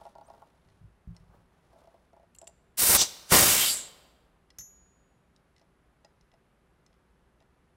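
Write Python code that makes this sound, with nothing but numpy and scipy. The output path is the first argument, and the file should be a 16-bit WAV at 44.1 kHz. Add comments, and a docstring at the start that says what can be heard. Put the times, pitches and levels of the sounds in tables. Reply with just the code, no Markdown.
"""In a humming workshop, hands rub an air-powered valve actuator and drag it round on a bench; it knocks and thumps.
Its plastic tube squeaks, then clicks into a brass coupler: struck metal is a sum of dying tones plus a crack.
Air (shaped noise) leaks past the tube until it seats, and spurts once more. The tube comes out, and the actuator
empties with a sinking, hollow hiss. Then a steel fitting pings, and ticks at the actuator's port, knocking the
housing. One close microphone hears it all, with echoes from the bench and the room."""
import sys
import numpy as np
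from scipy import signal
from scipy.fft import rfft, irfft, next_fast_len
from scipy.io import wavfile
from scipy.ndimage import map_coordinates

SR = 44100
rng = np.random.default_rng(int(sys.argv[2]) if len(sys.argv) > 2 else 0)


def transcribe(signal):
    """Save signal, clipped to [-1, 1], as a 16-bit WAV file at the path in sys.argv[1]."""
    frames = np.atleast_2d(signal).T
    limited = np.clip(frames, -1, 1)
    pcm = np.round(limited * 32767).astype(np.int16)
    wavfile.write(sys.argv[1], SR, pcm)


N = 342216

# tones of the steel fitting held against the port, each varied a little from blow to blow:
# (frequency [Hz], level [dB], time to fade by 60 dB [s])
PORT_MODES = [(1930, 2.5, 0.053), (2780, -8, 0.053), (4070, -6.5, 0.027), (5120, -3.5, 0.025),
              (5130, -5, 0.052), (5800, -1.5, 0.013), (6620, -20, 0.036), (10090, -18, 0.019),
              (13220, 0, 0.021), (15600, -13, 0.02)]


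def amp(db):
    """Turn decibels into gain."""
    return 10 ** (np.asarray(db) / 20)


def unit(x):
    """Scale x to an rms of 1."""
    return x / np.sqrt(np.mean(x ** 2) + 1e-20)


def along(points, hz):
    """Read (frequency, value) points at hz, in straight lines on a log frequency axis."""
    f, values = np.transpose(points)
    return np.interp(np.log(hz + 1), np.log(f + 1), values)


def curves(rows):
    """Turn rows of (time, values...) into one curve per value, with a point for every sample."""
    s, *columns = np.transpose(rows)
    return [np.interp(np.arange(N) / SR, s, column) for column in columns]


def since(s):
    """Count the seconds since time s, for every sample."""
    return np.arange(N) / SR - s


def hump_db(s, rise, fall):
    """Make a rounded swell: 0 dB at time s, 20 dB down at rise before it and at fall after it."""
    t = since(s)
    return -20 * (t / np.where(t < 0, rise, fall)) ** 2


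def wobble(rate):
    """Draw a smooth random curve through `rate` random points a second."""
    knots = rng.standard_normal(int(N * rate / SR) + 4)
    return map_coordinates(knots, [np.arange(N) * rate / SR])


def filtered(x, response):
    """Multiply the spectrum of x by a response that depends on frequency."""
    m = next_fast_len(N + 8192)
    spectrum = rfft(x, m) * response(np.fft.rfftfreq(m, 1 / SR))
    return irfft(spectrum, m)[..., :N]


def noise(colour):
    """Make noise of rms 1 whose spectrum follows (frequency, level) points."""
    return unit(filtered(rng.standard_normal(N), lambda hz: amp(along(colour, hz))))


def add(track, s, sound):
    """Mix a sound into the track at time s."""
    room = track[max(round(s * SR), 0):][:len(sound)]
    room += sound[:len(room)]


def strike(modes, attack, crack_db, crack_t60):
    """One blow of peak 1: dying tones, each at a slightly random strength, plus the noisy crack of contact."""
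    hz, db, t60 = np.transpose(modes)[:, :, None]
    t = np.arange(int(min(t60.max(), 1) * SR)) / SR
    size = amp(db + 1.5 * rng.standard_normal(db.shape) - 60 * t / t60)
    start_phase = rng.random(hz.shape)
    ring = np.sum(size * np.sin(2 * np.pi * (hz * t + start_phase)), axis=0)
    crack = amp(crack_db - 60 * t / crack_t60) * rng.standard_normal(len(t))
    blow = (ring + crack) * (1 - np.exp(-t / attack))
    return blow / np.abs(blow).max()


def focused(x, centre_hz, octave_db):
    """A blow at peak 1, weaker by octave_db for each octave away from the pitch the contact favours."""
    m = next_fast_len(2 * len(x))
    octaves = np.log2((np.fft.rfftfreq(m, 1 / SR) + 1) / centre_hz)
    distance = np.hypot(octaves, .15)  # rounds off the tip of the peak
    y = irfft(rfft(x, m) * amp(-octave_db * distance), m)[:len(x)]
    return y / np.abs(y).max()


def stutter(s, length, db, fade_db, gap):
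    """Give (time, level) of slightly uneven contacts, roughly gap apart, that fade over the length."""
    part = np.linspace(0, 1, 1 + int(abs(length) / gap + .7))
    scatter = .04 * gap * rng.standard_normal(len(part)) * (part > 0)
    return zip(s + length * part + scatter, db - fade_db * part)


def dulled(x, top_hz):
    """Take off the highest treble: the brief give of a hand-held contact dulls what lies above top_hz."""
    return filtered(x, lambda hz: 1 / (1 + (hz / top_hz) ** 6))


def ambience():
    """Steady background noise, strongest in the bass, with almost no top treble; a slightly unsteady hum."""
    # background noise: (frequency [Hz], level [dB])
    background_colour = [(12, -40.5), (20, -14.5), (53, -4), (70, -5), (88, -11.5), (158, -9.5),
                         (334, -16.5), (385, -15.5), (442, -17.5), (1510, -23), (5000, -40), (6990, -42.5),
                         (7600, -43), (11200, -40), (15700, -64.5)]
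    # hum, before its slow drift: (frequency [Hz], rms level [dB])
    hum_tones = [(59.5, -76), (151, -85), (177, -82.5), (360, -90.5), (389, -82.5), (512, -88.5)]
    t = np.arange(N) / SR
    hum = np.zeros(N)
    for hz, db in hum_tones:
        level = amp(db + 1.5 * wobble(1.5)) * np.sqrt(2)  # a sine peaks at root 2 times its rms
        hum += level * np.sin(2 * np.pi * hz * t + wobble(1.5))
    return hum + amp(-67.5) * noise(background_colour)


def handling():
    """Skin and plastic slide over the housing in small uneven grabs; the tube gives one squeak that climbs."""
    # low rub and high rustle: (frequency [Hz], level [dB])
    rub_colour = [(200, -1), (600, 1.5), (1150, -1), (1600, -11), (3000, -30)]
    rustle_colour = [(1500, 0), (3500, 6), (8000, -3.5), (11000, -0.5), (13000, -18), (15700, -36)]
    # hand strokes: (strongest at [s], rise and fall [s], rub level [dB], rustle level [dB])
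    strokes = [(.02, 0.15, -62, -73), (.32, 0.21, -63.5, -81), (.62, .45, -78, -82.5),
               (1.18, 0.11, -70, -81), (1.35, 0.11, -65.5, -85), (1.789, .4, -68.5, -79)]
    # path of the squeak, before its quick pitch jitter: (time [s], frequency [Hz], peak level [dB])
    squeak_path = [(.235, 5740, -79), (.25, 5950, -72), (.262, 7700, -73), (.273, 8900, -63),
                   (.295, 8950, -91)]
    rub = sum(amp(rub_db + hump_db(s, span, span)) for s, span, rub_db, _ in strokes)
    rustle = sum(amp(rustle_db + hump_db(s, span, span)) for s, span, _, rustle_db in strokes)
    slow_grabs_db, quick_grabs_db = 2 * wobble(40), 4 * wobble(160)
    sliding = rub * amp(slow_grabs_db) * noise(rub_colour)
    sliding += rustle * amp(quick_grabs_db) * noise(rustle_colour)

    hz, db = curves(squeak_path)
    sounding = (since(squeak_path[0][0]) > 0) & (since(squeak_path[-1][0]) < 0)
    jittery_hz = hz * (1 + .015 * wobble(900))
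    squeak = sounding * amp(db) * np.sin(2 * np.pi * np.cumsum(jittery_hz) / SR)
    return sliding + squeak


def port_tick(centre_hz, focus_db):
    """One dry contact of the steel fitting with the port; each lands on a new spot, which shifts its tones."""
    spot = np.exp(.04 * rng.standard_normal())
    modes = np.array(PORT_MODES) * [spot, 1, 1]
    tick = strike(modes, attack=0.00013, crack_db=11, crack_t60=0.016)
    return focused(tick, centre_hz, focus_db)


def actuator():
    """Each low knock rings the housing and rattles the fitting; the valve's weight thumps the bench."""
    # tones of the housing, then of the bench: (frequency [Hz], level [dB], time to fade by 60 dB [s])
    body_modes = [(354.2, 3.5, 0.053), (580, 0.5, .045), (667.4, 1.5, 0.075), (724, -6, 0.04),
                  (829, -2, 0.072), (935, -5.5, 0.084), (1087, -6.5, 0.059), (1384, -6, 0.082)]
    bench_modes = [(54.4, -4, 0.29), (99, -5.5, 0.23), (118, -2, 0.098), (171.3, -7.5, 0.19)]
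    # low knocks of the housing: it judders on the bench, later it is knocked by ticks at its port:
    # (time [s], length [s], peak level [dB], fade over the length [dB], centre frequency [Hz])
    housing_knocks = [(.011, 0.0064, -42, -0.5, 824), (.053, 0.011, -39.5, 2, 820),
                      (0.153, .062, -40, 4, 810), (.282, 0.0012, -46.5, 5, 700), (.3, .075, -41, 11, 870),
                      (.42, 0.00074, -43, -3, 910), (1.731, .113, -53, 0.5, 650),
                      (1.873, 0.01, -49, 6, 654), (1.942, 0, -51, 0, 627), (2.131, .1, -50, 3.5, 650),
                      (2.416, 0.011, -46, 0, 650), (2.471, 0.017, -48, 2.5, 650), (5.613, 0, -57.5, 0, 681),
                      (6.046, 0, -51.5, 0, 703), (6.335, 0.0073, -58, 0, 673), (7.408, 0.012, -61, 0, 651)]
    # the heavy valve rocking and settling: (time [s], length [s], peak level [dB], fade over the length [dB])
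    thumps = [(.655, 0.053, -57, 1.5), (.811, 0.029, -47, -1.5), (1.074, .032, -35, 0.5),
              (1.205, .165, -46.5, 7), (4.588, 0, -50, 0)]
    knock_gap_s, rock_gap_s = .034, 0.075
    rattle_db, rattle_hz = -15, 3920  # rattle of the fitting: level against its knock, favoured pitch
    out = np.zeros(N)
    for start, length, peak_db, fade_db, centre_hz in housing_knocks:
        for s, db in stutter(start, length, peak_db, fade_db, knock_gap_s):
            knock = strike(body_modes, attack=0.0022, crack_db=-2.5, crack_t60=.065)
            add(out, s, amp(db) * focused(knock, centre_hz, octave_db=18.5))
            add(out, s, amp(db + rattle_db) * port_tick(rattle_hz, focus_db=8))
    for rocking in thumps:
        for s, db in stutter(*rocking, rock_gap_s):
            thump = strike(bench_modes, attack=0.0031, crack_db=-36, crack_t60=.04)
            add(out, s, amp(db) * thump)
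    return out


def steel_ticks():
    """The hand-held steel fitting ticks on the actuator; a scrape is a run of ticks as it catches."""
    # (time [s], length [s], level before dulling [dB], centre frequency [Hz])
    ticks = [(0.687, 0.014, -57.5, 3640), (1.1655, 0.0028, -43.5, 5600), (4.5036, 0, -46.5, 4260),
             (5.362, 0.0014, -51, 5050), (5.5639, .05, -53.5, 4500), (6.0474, 0.0015, -44.5, 4590),
             (6.2103, 0, -54.5, 5600), (6.3165, .022, -54.5, 3300), (6.8635, 0.00071, -51.5, 5860),
             (6.9293, 0.013, -60, 3410), (7.4037, 0.02, -57.5, 3800)]
    catch_gap_s, scrape_fade_db = 0.018, 4  # the last catch of a scrape is this much weaker
    out = np.zeros(N)
    for start, length, level_db, centre_hz in ticks:
        for s, db in stutter(start, length, level_db, scrape_fade_db, catch_gap_s):
            add(out, s, amp(db) * port_tick(centre_hz, focus_db=8.5))
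    return dulled(out, top_hz=9300)


def brass_clicks():
    """The tube's end meets the brass coupler; metal held in the fingers clicks dryly."""
    # (time [s], level before dulling [dB], centre frequency [Hz], focus [dB per octave])
    clicks = [(2.3485, -44, 12910, 20.5), (2.3508, -46.5, 3313, 9), (2.3615, -45, 12990, 20),
              (2.386, -34.5, 7200, 12.5), (2.415, -41.5, 6650, 5.5), (2.4425, -51, 8060, 11),
              (2.471, -38, 3020, 6.5), (2.4753, -34, 7400, 3.5), (2.496, -52, 8700, 8)]
    # tones of the coupler: (frequency [Hz], level [dB], time to fade by 60 dB [s])
    brass_modes = [(2794, -4, .025), (4300, -14.5, .02), (6746, -13.5, .03), (7320, 1, .03),
                   (7720, 1.5, 0.025), (8150, -2.5, .018), (8800, -4, .02), (10480, -10.5, .025),
                   (13000, -10, .015)]
    out = np.zeros(N)
    for s, db, centre_hz, focus_db in clicks:
        click = strike(brass_modes, attack=.0002, crack_db=8, crack_t60=0.0091)
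        add(out, s, amp(db) * focused(click, centre_hz, focus_db))
    return dulled(out, top_hz=11880)


def jet(hiss_db, roar_db, colour, dulling, buffet_db):
    """A free jet hisses, duller as it weakens; where it hits fingers and coupler, its lumpy eddies roar."""
    # (frequency [Hz], level [dB])
    roar_colour = [(20, -10), (55, -0.5), (130, 1), (230, -2), (350, 0.5), (570, -1.5), (850, -1),
                   (1400, -4.5), (2200, -8), (4000, -21), (9000, -46.5)]
    fizz = noise(colour)
    low = filtered(fizz, lambda hz: 1 / (1 + (hz / 11000) ** 8))
    treble = amp(dulling * (hiss_db - hiss_db.max())) * (fizz - low)  # fades faster than the rest
    hiss = amp(hiss_db + 1.1 * wobble(160)) * (low + treble)
    roar = amp(roar_db + buffet_db * wobble(130)) * noise(roar_colour)
    return hiss + roar


def leak():
    """Air escapes ever harder past the tube until it seats; one hollow spurt follows as the seal closes."""
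    # (frequency [Hz], level [dB])
    leak_colour = [(300, -29.5), (1500, -10.5), (3000, -8.5), (4400, -6), (5600, -3), (6800, -5), (8000, 0),
                   (9000, 0.5), (10200, -2), (11400, -1), (12700, -3.5), (14000, -0.5), (15700, -5.5)]
    spurt_colour = [(1500, -34), (2700, -10), (3900, -3), (5200, -1), (6100, 2), (6800, -6), (7500, 0),
                    (8600, -8.5), (10000, -19), (15000, -32)]
    open_s, attack_s, seat_s, seat_db_per_s = 2.769, 0.0097, 2.965, 1399
    leak_hiss_db, hiss_grows_db_per_s = -16.5, 33  # level on seating, and growth until then
    leak_roar_db, roar_grows_db_per_s = -24, 110
    spurt_s, spurt_rise_db_per_s, spurt_fall_db_per_s = 3.018, 200, 480
    core_db, spurt_hiss_db, spurt_roar_db = -18, -30, -33  # the spurt's hollow core, hiss and roar

    opening = 1 - np.exp(-np.maximum(since(open_s), 1e-6) / attack_s)
    before, after = np.minimum(since(seat_s), 0), np.maximum(since(seat_s), 0)
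    flow_db = 40 * np.log10(opening) - seat_db_per_s * after
    t = since(spurt_s)
    spurt_db = np.minimum(spurt_rise_db_per_s * t, -spurt_fall_db_per_s * t)
    spurt_db += seat_db_per_s * before  # keeps the spurt down until the tube seats
    hiss_db = np.maximum(leak_hiss_db + flow_db + hiss_grows_db_per_s * before, spurt_hiss_db + spurt_db)
    roar_db = np.maximum(leak_roar_db + flow_db + roar_grows_db_per_s * before, spurt_roar_db + spurt_db)
    hollow_core = amp(core_db + spurt_db) * noise(spurt_colour)
    return jet(hiss_db, roar_db, leak_colour, dulling=.1, buffet_db=2.5) + hollow_core


def gap_tone(hz, db, width_hz):
    """Churning air in a hollow gap: a breathy tone that glides as the gap opens and the pressure falls."""
    eddies = filtered(rng.standard_normal((2, N)), lambda f: 1 / (1 + (f / width_hz) ** 2))
    phase = 2 * np.pi * np.cumsum(hz) / SR
    return amp(db) * unit(eddies[0] * np.cos(phase) + eddies[1] * np.sin(phase))


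def exhaust():
    """The actuator empties through the tube; as the jet collapses, the gap's resonances stand out."""
    # (frequency [Hz], level [dB])
    exhaust_colour = [(300, -22), (1500, -7), (3000, -3.5), (4200, -4.5), (5500, -2), (6600, -2.5),
                      (7800, -0.5), (9500, -1.6), (11000, -3.5), (12000, -2), (13200, -3.5), (15700, -5)]
    # breathy resonances of the gap between tube, coupler and fingers:
    # (strongest at [s], rise [s], fall [s], level [dB], centre frequency then [Hz], glide [Hz per s])
    gap_modes = [(3.648, 0.12, 0.082, -28, 3200, 3002.5), (3.77, .1, 0.15, -48, 3680, 700),
                 (3.712, 0.1328, 0.033, -32.5, 4650, -1000), (3.705, .3, 0.16, -32, 7650, -1000),
                 (3.874, 0.043, 0.014, -51, 7750, 1), (3.682, 0.042, 0.12, -33, 9300, -1500),
                 (3.638, 0.0801, .15, -31.5, 12100, -9000)]
    start_s, rise_db_per_s = 3.324, 900.5
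    exhaust_hiss_db, sag_db_per_s = -16, 18  # the hiss sags slowly at first
    empty_s, collapse_power = 0.59, 4.6  # the collapse takes off 60 dB by empty_s after the start
    exhaust_roar_db, roar_rise_db_per_s, roar_fall_db_per_s = -19, 1401, 77

    before, age = np.minimum(since(start_s), 0), np.maximum(since(start_s), 0)
    collapse_db = 60 * (age / empty_s) ** collapse_power
    hiss_db = exhaust_hiss_db + rise_db_per_s * before - sag_db_per_s * age - collapse_db
    roar_db = exhaust_roar_db + roar_rise_db_per_s * before - roar_fall_db_per_s * age
    hollow = np.zeros(N)
    for s, rise, fall, db, hz, glide in gap_modes:
        level_db = db + hump_db(s, rise, fall) + rise_db_per_s * before
        hollow += gap_tone(hz + glide * since(s), level_db, width_hz=600)
    return jet(hiss_db, roar_db, exhaust_colour, dulling=0.34, buffet_db=1.2) + hollow


def loose_fitting():
    """The steel fitting is struck loose: it bounces on the port and, free of the fingers, rings on."""
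    # the blow that sets it ringing, and its bounces: (time [s], peak level [dB])
    bounces = [(4.5854, -36.5), (4.59, -45), (4.608, -44.5)]
    # tones of the free fitting: (frequency [Hz], level [dB], time to fade by 60 dB [s])
    ping_modes = [(5556, -4, 0.16), (6250, 1, 0.23), (6200, -7, .22), (6815, -6.5, 0.76),
                  (11510, -11, 0.37)]
    out = np.zeros(N)
    for s, db in bounces:
        add(out, s, amp(db) * strike(PORT_MODES, attack=0.00035, crack_db=12, crack_t60=0.039))
    ping = strike(ping_modes, attack=0.00032, crack_db=-21, crack_t60=0.099)
    add(out, bounces[0][0], amp(-34.5) * ping)
    return out


def near_surfaces(x, level_db, t60):
    """Bench top, tools and pegboard scatter back a dense, short echo that ripples the spectrum."""
    t = np.arange(SR // 20) / SR
    echo = rng.standard_normal(len(t)) * amp(-60 * t / t60) * (t > .001)
    scattered = signal.fftconvolve(x, echo / np.linalg.norm(echo))[:N]
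    return (x + amp(level_db) * scattered) / np.hypot(1, amp(level_db))


def workshop(x):
    """The large room's tail: each frequency dies at its own speed."""
    # (frequency [Hz], time to fade by 60 dB [s])
    fade_times = [(100, .8), (500, 1.8), (1500, 1.2), (4000, 0.82), (7500, 0.69), (15000, 0.87)]
    # colour of the tail: (frequency [Hz], level [dB])
    tail_colour = [(100, -3.5), (1000, -3.5), (2200, -1.5), (4000, 3), (7500, -1), (10000, -6), (15000, -8)]
    hz, t, z = signal.stft(rng.standard_normal(3 * SR // 2), SR, nperseg=256)
    fading = amp(-60 * t / along(fade_times, hz)[:, None])
    tail = signal.istft(z * fading, SR, nperseg=256)[1]
    delayed = np.pad(tail / np.linalg.norm(tail), (round(.012 * SR), 0))  # starts 12 ms late
    wet = signal.fftconvolve(x, delayed)[:N]
    return filtered(wet, lambda f: amp(along(tail_colour, f)))


def scene():
    """All sources in the room, heard by one microphone on both channels."""
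    floor, hands, knocks = ambience(), handling(), actuator()
    metal = near_surfaces(steel_ticks() + brass_clicks() + loose_fitting(), level_db=-13.0, t60=0.06)
    blasts = near_surfaces(leak() + exhaust(), level_db=-12, t60=.06)
    direct = hands + knocks + metal + blasts
    mono = direct + amp(-18) * workshop(direct) + floor
    return np.array([mono, mono])


def record(dry):
    """The recorder falls off steeply at its band limit."""
    top_hz = 15800
    return filtered(dry, lambda hz: 1 / np.sqrt(1 + (hz / top_hz) ** 400))


dry = scene()
out = record(dry)
transcribe(out)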